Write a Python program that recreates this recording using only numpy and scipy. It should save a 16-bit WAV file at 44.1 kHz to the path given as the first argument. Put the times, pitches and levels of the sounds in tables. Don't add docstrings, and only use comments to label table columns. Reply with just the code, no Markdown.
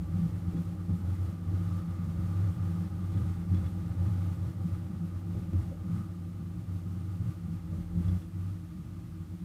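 import sys
import numpy as np
from scipy import signal
from scipy.fft import rfft, irfft
from scipy.io import wavfile
from scipy.ndimage import uniform_filter1d

SR = 44100
rng = np.random.default_rng(int(sys.argv[2]) if len(sys.argv) > 2 else 0)


def dump(signal):
    limited = np.clip(np.atleast_2d(signal).T, -1, 1)
    pcm = np.round(limited * 32767).astype(np.int16)
    wavfile.write(sys.argv[1], SR, pcm)


N = 416304

# time_s, level_db
ROLLING = [(0, -58.5), (1.6, -59.5), (4.3, -58.5), (5, -61.5), (5.35, -59.5), (5.95, -61.5), (6.2, -64),
           (7.6, -64), (8.1, -60.5), (8.33, -66.5), (9.44, -67)]
# time_s, level_db
FRAME_SWAY = [(0, -38), (0.6, -49.5), (1.35, -50), (2.15, -46), (2.6, -53.5), (3.2, -45), (3.6, -42),
              (4.65, -65), (5.55, -44), (6.3, -55), (6.75, -50), (7.15, -55), (7.9, -40), (8.1, -35),
              (8.35, -50), (9.44, -49)]
# time_s, level_db
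RAIL_SONG = [(0, -62), (1.4, -63), (1.6, -62), (1.82, -57), (1.92, -58.5), (2.15, -62.5), (2.3, -59.5),
             (2.45, -60.5), (3, -61.5), (3.25, -61.5), (4.4, -62.5), (5.75, -64), (5.96, -59),
             (6.25, -65.5), (7.8, -64.5), (8.1, -66), (8.8, -65.5), (9.44, -68)]
# start_s, length_s, low_boom_db, upper_boom_db
ROUGH_RAIL = [(0.142, 0.065, -31.0, -32.5), (0.199, 0.064, -37, -28), (0.335, 0.017, -32.5, -40.5),
              (0.56, 0.04, -34, -29), (0.895, 0.037, -31.5, -30.5), (1.047, 0.088, -30, -43),
              (1.193, 0.075, -30.5, -48), (1.478, 0.16, -30, -40), (1.586, 0.19, -32.5, -37),
              (1.993, 0.11, -35, -35.5), (2.16, 0.16, -32.0, -36.5), (2.362, 0.13, -27.5, -39.5),
              (2.578, 0.1, -31.0, -38), (2.694, 0.16, -34.0, -34), (3.064, 0.045, -32.5, -48),
              (3.16, 0.15, -31, -37.5), (3.415, 0.098, -39.5, -36.5), (3.5, 0.16, -29.5, -38),
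              (3.765, 0.085, -35, -37.5), (4, 0.13, -28, -37), (4.16, 0.16, -31, -39.0),
              (4.42, 0.067, -32, -41.5), (4.578, 0.055, -33.5, -45), (4.725, 0.039, -30.5, -44),
              (4.826, 0.029, -36, -45.5), (5.004, 0.043, -40.5, -32.5), (5.278, 0.14, -36.5, -37.5),
              (5.562, 0.054, -28.0, -47), (5.67, 0.04, -37, -39.5), (5.894, 0.1, -34.5, -34.5),
              (6.689, 0.091, -34.5, -42), (6.853, 0.16, -36.5, -40), (7.032, 0.12, -35.5, -44.5),
              (7.208, 0.084, -30.5, -39), (7.453, 0.088, -39.5, -35), (7.715, 0.08, -36, -36),
              (7.963, 0.044, -31, -30.5), (8.03, 0.135, -29.0, -36.5), (8.37, 0.17, -35, -42)]
# start_s, thump_db, rattle_db
RAIL_JOINTS = [(0.534, -23, -38.5), (0.896, -24, -41), (1.516, -26, -46), (3.144, -21, -56),
               (3.505, -22, -40.5), (5.35, -24, -52), (5.534, -28, -40), (5.895, -26.5, -63),
               (7.964, -27, -45), (8.076, -25, -48)]
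# start_s, level_db
COUPLING_KNOCKS = [(0.555, -57), (5.325, -56), (5.705, -51), (7.711, -54), (7.96, -62)]
# start_s, level_db
FITTING_CLINKS = [(0.5651, -61), (3.1353, -60), (3.1732, -59), (3.5448, -57), (3.5698, -60), (3.6426, -64),
                  (3.6626, -59), (8.0436, -64), (8.0814, -57.5), (8.2194, -61)]
# pitch_hz, width_hz, level_db
FRAME_NOTES = [(52.7, 6.8, -7), (64.9, 12.7, -5.5)]
LOW_BOOM_NOTES = [(92.84, 5.16, 5.5), (90.5, 24, -13), (111.9, 22.3, -12)]
UPPER_BOOM_NOTES = [(170.04, 6.16, 1.5), (174.4, 28.3, -10), (201.4, 24, -24)]
PANEL_NOTES = [(236.5, 26, -2), (271, 42, -6), (308.4, 17.3, 0.5), (322.8, 16.1, 1.5), (348.5, 30, -11)]
WHEEL_NOTES = [(792.3, 35, -0.5), (821, 32, -11), (853, 50, -6.5)]
RAIL_NOTES = [(1080, 44, -7.5), (1177.7, 36, 1.5), (1239, 86, -1), (1297, 75, -7), (1445, 64, -5.5)]
# pitch_hz, level_db, ring_s (time to fade by 60 dB)
JOINT_NOTES = [(64.3, -4, .15), (93, 4.5, 0.13), (119, -2, 0.036), (181.8, -2.5, 0.28), (199.5, -1.5, 0.06),
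               (230, -7.5, 0.039), (322.5, -8.5, 0.057)]
COUPLING_NOTES = [(455, -2, 0.037), (517, 3.5, 0.16), (563, 1, 0.054), (640, -7, .04)]
FITTING_NOTES = [(1800, -16, .008), (2700, -17, .01), (3410, 0, .05), (3520, -8, .025), (4300, -16, .012),
                 (5300, -20, .012)]
# pitch_hz, level_db
ROAR_TONE = [(15, -2), (45, 7), (230, 3), (395, 1.5), (420, -2), (485, 1.5), (510, 2), (540, 3), (600, -3),
             (645, -2.5), (690, -6), (850, -7), (920, -7.5), (1050, -9.5), (1400, -41)]
GRIT_TONE = [(700, -34), (1100, 3.5), (1500, 1), (1700, -0.5), (2000, -1.5), (2130, -1), (2350, -9),
             (3400, -9.5), (6000, -16.5), (15000, -36)]
HISS_TONE = [(500, 6), (2500, 3), (4000, 0), (6000, -2), (9000, -3), (14000, -4.5), (15000, -5),
             (15700, -15)]
# pitch_hz, level_db
WHINE_NOTES = [(8578.5, -26.5), (8628.7, -17.2), (8679, -17.4), (8729.3, -25)]

USUAL_ROAR_DB = -60
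WAVER_DB, WAVER_PER_S = 3.5, 12.7
SPOT_RISE_S, SPOT_FALL_S = 0.0167, 0.027
DIP_DB, DIP_AFTER_S, DIP_HALF_S = -2.5, 0.042, 0.028
PANEL_SHARE, WHEEL_SHARE = 0.13, 0.21
GATE_THRESHOLD_DB, GATE_RANGE_DB, GATE_DEPTH_DB = -34, 6.5, 4.5
GATE_LISTEN_S, GATE_OPEN_S, GATE_CLOSE_S, GATE_EDGE_HZ = 0.016, 0.1, 0.087, 770
CUTOFF_HZ = 15700


def from_db(db):
    return np.exp(np.asarray(db) * np.log(10) / 20)


def unit_power(x):
    return x / np.sqrt(np.mean(x ** 2) + 1e-20)


def curve(points):
    return np.interp(np.arange(N) / SR, *np.transpose(points))


def drift(per_s):
    smooth = signal.butter(2, per_s, fs=SR, output="sos")
    return unit_power(signal.sosfilt(smooth, rng.standard_normal(N + SR))[SR:])


def fading(events, fade_s):
    kicks = np.zeros(N)
    for start_s, db in events:
        kicks[int(start_s * SR)] += from_db(db)
    return signal.lfilter([1], [1, -np.exp(-1 / (fade_s * SR))], kicks + 1e-18)


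def shaped_noise(tone):
    hz, level_db = np.transpose(tone)
    all_hz = np.maximum(np.arange(N // 2 + 1) * SR / N, 1)
    gain = from_db(np.interp(np.log(all_hz), np.log(hz), level_db))
    return unit_power(irfft(rfft(rng.standard_normal(N)) * gain, N))


def shaken(notes):
    out = 0
    for hz, width, level_db in notes:
        band = signal.butter(2, [hz - width / 2, hz + width / 2], "band", fs=SR, output="sos")
        out = out + from_db(level_db) * signal.sosfilt(band, rng.standard_normal(N + SR))[SR:]
    return unit_power(out)


def evened(x, span_s):
    size = int(span_s * SR)
    power = uniform_filter1d(uniform_filter1d(x ** 2, size), size)
    return x / np.sqrt(power + 1e-9)


def boom_level(base_db, spots):
    t = np.arange(0, N / SR, 0.001)
    level_db = np.interp(t * SR, np.arange(N), base_db + WAVER_DB * drift(WAVER_PER_S))
    for start, length, _ in spots:
        from_dip_s = np.abs(t - start - length - DIP_AFTER_S)
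        level_db += DIP_DB * np.maximum(1 - from_dip_s / DIP_HALF_S, 0)
    level = from_db(level_db)
    for start, length, spot_db in spots:
        end = start + length
        share = np.interp(t, [start - SPOT_RISE_S, start, end, end + SPOT_FALL_S], [0, 1, 1, 0])
        level += share * (from_db(spot_db) - level)
    return np.interp(np.arange(N) / SR, t, 20 * np.log10(level))


def car_body(low_db, upper_db, panel_db):
    frame = from_db(curve(FRAME_SWAY) - 3) * evened(shaken(FRAME_NOTES), span_s=0.024)
    low = from_db(low_db + 0.5) * evened(shaken(LOW_BOOM_NOTES), span_s=0.043)
    upper = from_db(upper_db) * evened(shaken(UPPER_BOOM_NOTES), span_s=0.04)
    rattle = fading([(s, db) for s, _, db in RAIL_JOINTS], fade_s=0.056)
    panels = np.hypot(from_db(panel_db), rattle) * evened(shaken(PANEL_NOTES), span_s=0.11)
    return frame + low + upper + panels


def wheels_on_rails(roar_db, rail_db):
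    roar = from_db(roar_db + 4.5) * shaped_noise(ROAR_TONE)
    wheels = from_db(-66.5 + 1.35 * (roar_db - USUAL_ROAR_DB)) * shaken(WHEEL_NOTES)
    rails = from_db(rail_db) * shaken(RAIL_NOTES)
    grit_db = (roar_db + rail_db) / 2 - 5 + 1.3 * drift(per_s=34)
    return roar + wheels + rails + from_db(grit_db) * shaped_noise(GRIT_TONE)


def hiss_and_whine():
    t = np.arange(N) / SR
    whine = sum(from_db(db) * np.sqrt(2) * np.sin(2 * np.pi * (hz * t + rng.random()))
                for hz, db in WHINE_NOTES)
    return from_db(-62) * shaped_noise(HISS_TONE) + from_db(-67.5) * whine


def struck(events, notes, spread_db, contact_s):
    start_s, peak_db = np.transpose(events)
    starts = (start_s * SR).astype(int)
    chance_db = spread_db * rng.standard_normal((len(starts), len(notes)))
    age = np.arange(SR // 20) / SR
    contact = rng.exponential(1, len(age)) ** 2 * np.exp(-age / contact_s)
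    push = np.pad(np.diff(contact, prepend=0), (0, SR // 4))
    out = np.zeros(N)
    for k, (hz, level_db, ring_s) in enumerate(notes):
        decay, turn = from_db(-60 / (ring_s * SR)), 2 * np.pi * hz / SR
        ring = signal.lfilter([0, np.sin(turn)], [1, -2 * decay * np.cos(turn), decay ** 2], push)
        ring = (-1) ** k * ring / np.abs(ring).max()
        for at, gain in zip(starts, from_db(peak_db + level_db + chance_db[:, k])):
            out[at:at + len(ring)] += gain * ring[:N - at]
    return out


def dulled(x, edge_hz):
    return signal.sosfilt(signal.butter(2, edge_hz, fs=SR, output="sos"), x)


def joint_thumps():
    blows = [(s, db) for s, db, _ in RAIL_JOINTS]
    ringing = struck(blows, JOINT_NOTES, spread_db=1.5, contact_s=0.019)
    return from_db(-6) * dulled(ringing, edge_hz=360)


def coupling_knocks():
    ringing = struck(COUPLING_KNOCKS, COUPLING_NOTES, spread_db=2, contact_s=0.025)
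    return from_db(1.5) * dulled(ringing, edge_hz=1000)


def fitting_clinks():
    ringing = struck(FITTING_CLINKS, FITTING_NOTES, spread_db=1, contact_s=0.004)
    crack_band = signal.butter(1, (1300, 1900), "band", fs=SR, output="sos")
    noise = unit_power(signal.sosfilt(crack_band, rng.standard_normal(N)))
    cracks = fading(FITTING_CLINKS, fade_s=0.006) * noise
    return from_db(2) * ringing + from_db(3.5) * cracks


def noise_suppressor(x):
    step = SR // 200
    memory = np.exp(-1 / (GATE_LISTEN_S * SR))
    power, _ = signal.lfilter([1 - memory], [1, -memory], x ** 2, zi=[np.mean(x ** 2) / 2])
    heard_db = 10 * np.log10(power[::step] + 1e-12)
    wanted = np.clip((heard_db - GATE_THRESHOLD_DB) / GATE_RANGE_DB + 0.5, 0, 1)
    most_down, most_up = step / SR / GATE_CLOSE_S, step / SR / GATE_OPEN_S
    opening = [wanted[0]]
    for goal in wanted[1:]:
        opening.append(opening[-1] + np.clip(goal - opening[-1], -most_down, most_up))
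    opening = np.interp(np.arange(N) / step, np.arange(len(opening)), opening)
    bass = signal.sosfilt(signal.butter(1, GATE_EDGE_HZ, fs=SR, output="sos"), x)
    return bass + from_db(GATE_DEPTH_DB * (opening - 1)) * (x - bass)


def scene():
    roar_db = curve(ROLLING)
    extra_roar_db = roar_db - USUAL_ROAR_DB
    low_base_db = -39 + 0.9 * extra_roar_db
    upper_base_db = -40.5 + 0.74 * extra_roar_db
    panel_base_db = -51 + 0.31 * extra_roar_db
    low_db = boom_level(low_base_db, [(s, length, db) for s, length, db, _ in ROUGH_RAIL])
    upper_db = boom_level(upper_base_db, [(s, length, db) for s, length, _, db in ROUGH_RAIL])
    swell_db = low_db - low_base_db
    lift_db = WHEEL_SHARE * swell_db
    rolling = wheels_on_rails(roar_db + lift_db, curve(RAIL_SONG) + lift_db)
    body = car_body(low_db, upper_db, panel_base_db + PANEL_SHARE * swell_db)
    jolts = joint_thumps() + coupling_knocks() + fitting_clinks()
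    return (body + rolling + jolts + hiss_and_whine())[None]


def record(dry):
    top_cut = signal.ellip(12, 0.1, 80, CUTOFF_HZ, fs=SR, output="sos")
    return signal.sosfilt(top_cut, noise_suppressor(dry[0]))[None]


dry = scene()
out = record(dry)
dump(out)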